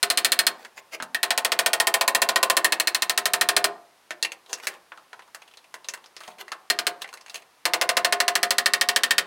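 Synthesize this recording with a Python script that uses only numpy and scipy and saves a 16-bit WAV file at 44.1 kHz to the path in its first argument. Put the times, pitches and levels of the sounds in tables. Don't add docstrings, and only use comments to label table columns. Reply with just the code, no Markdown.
import sys
import numpy as np
from scipy import signal
from scipy.fft import rfft, irfft
from scipy.io import wavfile

SR = 44100
rng = np.random.default_rng(int(sys.argv[2]) if len(sys.argv) > 2 else 0)


def bounce(signal):
    frames = np.transpose(np.atleast_2d(signal))
    limited = np.clip(frames, -1, 1)
    pcm = np.round(limited * 32767).astype(np.int16)
    wavfile.write(sys.argv[1], SR, pcm)


N = 408366
SPAN = 16384
AGE = np.arange(SPAN) / SR
HZ = np.maximum(np.fft.rfftfreq(SPAN, 1 / SR), 1)
ECHO_S = 0.011

# hz, share
BASS_SHARE = [(300, 0.21), (520, 0.73), (1050, 1), (1600, 0.06)]


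def from_db(db):
    return 10 ** (np.asarray(db) / 20)


def at_hz(points, hz=HZ):
    point_hz, value = np.transpose(points)
    return np.interp(np.log(hz), np.log(point_hz), value)


def add(track, time_s, sound):
    start = int(np.clip(round(time_s * SR), 0, N - 1))
    track[start:start + len(sound)] += sound[:N - start]


def fade(t60_s):
    envelope = from_db(-60 * AGE / t60_s)
    return envelope / np.linalg.norm(envelope)


def coloured(sound, db):
    cepstrum = irfft(np.log(from_db(db)))
    cepstrum[1:SPAN // 2] *= 2
    cepstrum[SPAN // 2 + 1:] = 0
    response = np.exp(rfft(cepstrum))
    return irfft(rfft(sound) * response)


def ringing(modes):
    hz, peak_db, t60_s = np.transpose(modes)[:, :, None]
    hz = hz * (1 + 0.005 * rng.standard_normal(hz.shape))
    decay_per_s = np.log(1000) / t60_s
    varied_db = peak_db + 2 * rng.standard_normal(peak_db.shape)
    height = from_db(varied_db) * 2 * decay_per_s / SR
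    height[1::2] *= -1
    age = AGE.astype(np.float32)
    waves = np.exp(-np.float32(decay_per_s) * age) * np.cos(np.float32(2 * np.pi * hz) * age)
    return height[:, 0] @ waves


def crack(grain, t60_s, snap_db, echo_s, echo_db):
    direct = fade(t60_s)
    snap = from_db(snap_db) * fade(0.0062)
    scatter = from_db(echo_db) * np.interp(AGE - echo_s, AGE, direct, left=0)
    return grain * np.sqrt(direct ** 2 + snap ** 2 + scatter ** 2)


def hiss():
    # hz, level_db
    spectrum = [(18, -27), (30, -21.5), (75, -11), (962, 2), (5170, -8), (7670, -13), (9460, -10.5),
                (14400, -18), (16000, -21.5)]
    level_db = -60
    hz = np.maximum(np.fft.rfftfreq(N, 1 / SR), 1)
    noise = irfft(rfft(rng.standard_normal(N)) * from_db(at_hz(spectrum, hz)), N)
    return from_db(level_db) * noise / noise.std()


def blows():
    # first_s, count, period_s
    strokes = [(0.0289, 5, .0727), (0.3902, 2, .0773), (1.1464, 2, .0843), (1.3058, 7, .0711),
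               (1.8003, 4, .0702), (2.0783, 7, .0702), (2.5684, 4, .0770), (2.8729, 4, .0744),
               (3.1765, 3, .0794), (3.4114, 4, .0770), (6.7009, 2, .0882), (6.8682, 1, .0800),
               (7.6543, 2, .0813), (7.8134, 7, .0778), (8.3541, 7, .0763), (8.8878, 5, .0734)]
    # time_s, force_db, bench_db, ring_db, head_db, vise_db, treble_db
    aim = [(0.03, 8, -4.5, -7.5, -3.5, 6.5, 1), (0.25, 8.5, -5.5, -5.5, 2.5, -8.5, 3.5),
           (0.47, 6.5, -4, -5.5, 3.5, -6, 2.5), (1.15, -3, -.5, 4, -5, -6, -.5),
           (1.23, 5, -0.5, -4.5, -1, 0, 1), (1.65, 6.5, 3, -6, -15, -6, 0.5), (1.95, 6, 4, 2, -7, -8, 3.5),
           (2.5, 7, 3, -4, -13, -4, 1), (2.65, 6.5, -0.5, 0.5, -10, -6, 3.5),
           (2.9, 4, -3.5, -3.5, 3.5, -11, 1.5), (3.15, 6, -2.5, -7, -10, 2, 1.5),
           (3.65, 8, 0.5, -6.5, -5, 8.5, 0), (6.7, 6, -5.5, -3, -0.5, 5.5, 0),
           (6.79, 2.5, -3.5, -27, -3, 0, 0), (6.87, 4, -4.5, -35, -1.5, 6.5, -0.5),
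           (7.65, 7.5, -0.5, -12.5, -6, 1.5, -2.5), (8.15, 7, 0, -7, -8, 8.5, -4),
           (8.5, 7.5, -1.5, -7.5, -7, 2.5, -2), (8.75, 6, -2, 0.5, -9, 5, -1.5),
           (9.18, 8.5, -4.5, 0, -32, -3, -3)]
    glancing_s = [1.31, 1.52, 2.01, 2.29, 2.36, 2.72, 6.79]
    glance_ring_db, glance_treble_db = -1.5, -4.5
    force_spread_db, ring_spread_db = 0.5, 0.7

    times_s = np.concatenate([first_s + period_s * np.arange(count) for first_s, count, period_s in strokes])
    aim_s, *controls = np.transpose(aim)
    force, bench, ring, head, vise, treble = [np.interp(times_s, aim_s, control) for control in controls]
    glances = np.abs(times_s[:, None] - glancing_s).min(axis=1) < 0.02
    unsteady = rng.standard_normal((len(times_s), 2))
    force = force + force_spread_db * unsteady[:, 1]
    ring = ring + ring_spread_db * unsteady[:, 0] + glance_ring_db * glances
    treble = treble + glance_treble_db * glances
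    return zip(times_s, force, bench, ring, head, vise, treble)


def hammer(metal_db=-4.5, thud_db=-0.5, build_s=0.0028):
    # hz, peak_db, t60_s
    bench_modes = [(533.3, 12, 0.076), (683.7, 16, 0.053), (1009, 14.5, 0.041), (1066.7, 12.5, 0.052),
                   (1237, 14, 0.24), (1467, 16.5, 0.075)]
    vise_modes = [(412.3, 8, .17), (704, 16.6, 0.34)]
    ring_modes = [(1718, 26.3, 0.02), (1815, 24, 0.094), (1852, 29.5, .04), (2109, 14.6, 0.059),
                  (2268, 19, 0.057), (2524, 17.6, .045), (2700, 18.4, 0.088), (3157, 19.7, .07),
                  (3690, 14, 0.073)]
    head_modes = [(4124, 22, 0.027), (4270, 24, 0.05), (4370, 12.5, 0.092), (4953, 12.3, 0.042)]
    # hz, level_db
    body_spectrum = [(25, -12), (110, -15.5), (170, -11), (260, 1.5), (450, 6), (850, 10.5), (1400, 13),
                     (2400, 14.5), (4900, 12.5), (6400, 6.5), (8400, 10.5), (10800, 6), (13000, 0.5),
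                     (16000, 0.5)]
    # hz, share
    treble_share = [(5500, 0), (9000, 1)]

    out = np.zeros(N)
    likeness = 0.8
    grain = rng.standard_normal((2, SPAN))
    slow_fade = fade(0.097)
    body, bass, top = at_hz(body_spectrum), at_hz(BASS_SHARE), at_hz(treble_share)
    slab = 1 / (1 + (HZ / 1400) ** 4)
    metal_share_db, slab_share_db = 10 * np.log10(1 - slab + 1e-4), 10 * np.log10(slab)
    build_up = 1 - np.exp(-AGE / build_s)
    swell = 1 - np.exp(-AGE / 0.0034)
    for time_s, force, bench, ring, head, vise, treble in blows():
        fresh = rng.standard_normal((2, SPAN))
        grain = likeness * grain + np.sqrt(1 - likeness ** 2) * fresh
        burst = crack(grain[0], t60_s=0.066, snap_db=-5.5, echo_s=ECHO_S, echo_db=-22)
        metal = coloured(burst, body + metal_db + treble * top + metal_share_db)
        metal += from_db(ring) * swell * ringing(ring_modes)
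        metal += from_db(head) * ringing(head_modes)
        thud = coloured(grain[1] * slow_fade * build_up, body + thud_db + bench * bass + slab_share_db)
        thud += build_up * (from_db(bench) * ringing(bench_modes) + from_db(vise) * ringing(vise_modes))
        add(out, time_s, from_db(force) * (metal + thud))
    return out


def workshop(dry):
    # hz, level_db, t60_s
    room_bands = [(182, 0.5, 0.58), (380, -1, 0.46), (755, -3, 0.43), (1440, -11, 0.25),
                  (2850, -16.5, 0.21), (5760, -28, 0.37), (11520, -21, .13)]
    response = np.zeros(SPAN)
    for hz, level_db, t60_s in room_bands:
        band = signal.butter(2, [hz / np.sqrt(2), hz * np.sqrt(2)], "band", fs=SR, output="sos")
        tail = signal.sosfilt(band, rng.standard_normal(SPAN) * fade(t60_s))
        response += from_db(level_db) * tail
    build_up = 1 - np.exp(-AGE / 0.0024)
    return signal.fftconvolve(dry, response * build_up)[:N]


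def fingers():
    # middle_s, length_s, level_db
    rubs = [(0.626, 0.17, -50.5), (0.782, 0.064, -46), (0.943, .07, -36), (4.522, 0.11, -45.5),
            (4.587, 0.049, -46), (4.644, 0.064, -40), (4.713, 0.18, -48), (6.254, 0.26, -50.5),
            (6.409, 0.058, -38), (7.021, 0.022, -33.5), (7.357, 0.19, -55)]
    # start_s, peak_db, pitch_hz
    bumps = [(1.004, -41, 280), (1.025, -40, 237), (6.282, -49, 216)]
    out = np.zeros(N)
    colour = at_hz([(60, -32), (500, 13.5), (2500, 10.5), (15000, -5.5)])
    for middle_s, length_s, level_db in rubs:
        slips = (rng.random(SPAN) < 4000 / SR) * rng.exponential(1, SPAN)
        grit = rng.standard_normal(SPAN) * fade(0.015)
        friction = coloured(signal.fftconvolve(slips, grit)[:SPAN], colour)
        swell = np.sin(np.pi * np.minimum(AGE / length_s, 1)) ** 2
        add(out, middle_s - length_s / 2, from_db(level_db) * swell * friction / friction.std())
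    envelope = fade(0.07)
    envelope = envelope / envelope[0]
    for start_s, peak_db, pitch_hz in bumps:
        add(out, start_s, from_db(peak_db) * envelope * np.sin(2 * np.pi * pitch_hz * AGE))
    return out


def handling(contacts, dense_db=-0.5):
    # hz, peak_db, t60_s
    clink_modes = [(1830, 25, 0.091), (2700, 24.5, 0.068), (2740, 22.5, 0.13), (4120, 23, 0.028),
                   (4520, 22, 0.055), (6420, 21.5, 0.027), (7800, 13, 0.033), (9400, 13.5, 0.054),
                   (10360, 18, 0.052)]
    # hz, level_db
    jaws = [(40, -46), (200, -1.5), (600, 12), (2400, 14), (5000, 11.5), (9500, 10.5), (11500, 5),
            (15000, -1)]
    # time_s, level_db
    looseness = [(1.0, 0), (4.11, -1), (4.22, 7.5), (4.35, 5), (4.55, -2.5), (6.5, 1.5), (7.0, 2), (7.4, 6)]
    # hz, share
    knock_treble_share = [(3000, 0), (7000, 1), (14000, 1.5)]
    base_bass_db, bass_db_per_force_db, bass_db_per_octave = 5, -0.28, -3.5

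    out = np.zeros(N)
    top = at_hz(knock_treble_share)
    for time_s, force_db, treble_db, hz in contacts:
        burst = crack(rng.standard_normal(SPAN), t60_s=0.07, snap_db=-6.5, echo_s=ECHO_S, echo_db=-14)
        cluster_db = 11 * np.exp(-(np.log(HZ / hz) / 0.25) ** 2)
        bass_db = base_bass_db + bass_db_per_force_db * (force_db + 20)
        bass_db += bass_db_per_octave * np.log2(hz / 2000)
        colour = at_hz(jaws) + dense_db + bass_db * at_hz(BASS_SHARE) + treble_db * top + cluster_db
        dense = coloured(burst, colour)
        ring_db = min(treble_db, 0) + np.interp(time_s, *np.transpose(looseness))
        piece = from_db(ring_db) * ringing(clink_modes)
        add(out, time_s, from_db(force_db) * (dense + piece))
    return out


def ticks():
    # start_s, end_s, force_db
    rattles = [(4.435, 4.77, -36), (5.215, 5.28, -39), (5.413, 5.62, -36), (5.966, 6.08, -36.5),
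               (6.196, 6.42, -37), (7.05, 7.42, -33.5)]
    ticks_per_s, spread_db, treble_db = 26, 4, -4.5
    low_hz, high_hz = 1150, 5800
    rows = []
    for start_s, end_s, force_db in rattles:
        for slot_s in np.arange(start_s, end_s, 1 / ticks_per_s):
            hz = low_hz * (high_hz / low_hz) ** rng.random()
            time_s = slot_s + rng.random() / ticks_per_s
            rows.append((time_s, force_db + spread_db * rng.standard_normal(), treble_db, hz))
    return rows


def scene():
    # time_s, force_db, treble_db, resonance_hz
    knocks = [(0.649, -23, -7, 1760), (0.778, -23, -13, 2040), (1.001, -13.5, -21, 1480),
              (1.0244, -15.5, -0.5, 1370), (4.107, -11.5, -7.5, 1840), (4.2269, -8.5, 1.5, 4370),
              (4.248, -11, -4, 2550), (4.3194, -20, -2, 2660), (4.53, -10, -2, 5800),
              (4.67, -8.5, 2.5, 2000), (4.9194, -21.5, -26, 1540), (4.9752, -29.5, -10, 1350),
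              (5.131, -24.5, -11, 1620), (5.193, -28.5, -10, 1740), (5.3471, -23, 0.5, 1600),
              (5.572, -29.5, -5, 4070), (5.7415, -21, -1.5, 1840), (5.8448, -27, -7, 3840),
              (5.886, -12, -3.5, 6160), (5.9375, -19, 1, 1680), (6.1655, -22, -7, 5100),
              (6.2049, -24, -5, 1500), (6.2782, -24, -5.5, 764), (6.481, -26.5, -7.5, 1860),
              (6.5184, -11, -8.5, 1440), (7.0191, -20, 2.5, 3700), (7.0439, -19, -16, 1950),
              (7.139, -26.5, 1.5, 1600), (7.297, -26.5, -2, 4340), (7.3438, -19, -2.5, 2730),
              (7.357, -24, 3, 2800)]
    air = hiss()
    dry = hammer() + handling(knocks) + fingers() + handling(ticks())
    mid = dry + workshop(dry) + air
    late = AGE > 0.001
    scatter_colour = at_hz([(100, -21), (1000, -26), (3000, -15.5), (14000, -12.0)])
    scatter = coloured(rng.standard_normal(SPAN) * late * fade(0.0067), scatter_colour)
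    side = signal.fftconvolve(mid, scatter)[:N]
    return np.array([mid + side, mid - side])


def limiter(x, threshold_db=-3.5, release_db_per_s=650, attack_s=0.00017):
    level_db = 20 * np.log10(np.abs(x).max(axis=0) + 1e-9)
    over_db = np.maximum(level_db - threshold_db, 0)
    ramp_db = release_db_per_s * np.arange(N) / SR
    held_db = np.maximum.accumulate(over_db + ramp_db) - ramp_db
    pole = np.exp(-1 / (attack_s * SR))
    return x * from_db(-signal.lfilter([1 - pole], [1, -pole], held_db))


def record(dry):
    ceiling, cutoff_hz = 0.85, 16000
    rounded = ceiling * np.tanh(limiter(dry) / ceiling)
    lowpass = signal.ellip(10, 0.3, 80, cutoff_hz, fs=SR, output="sos")
    return signal.sosfilt(lowpass, rounded)


dry = scene()
out = record(dry)
bounce(out)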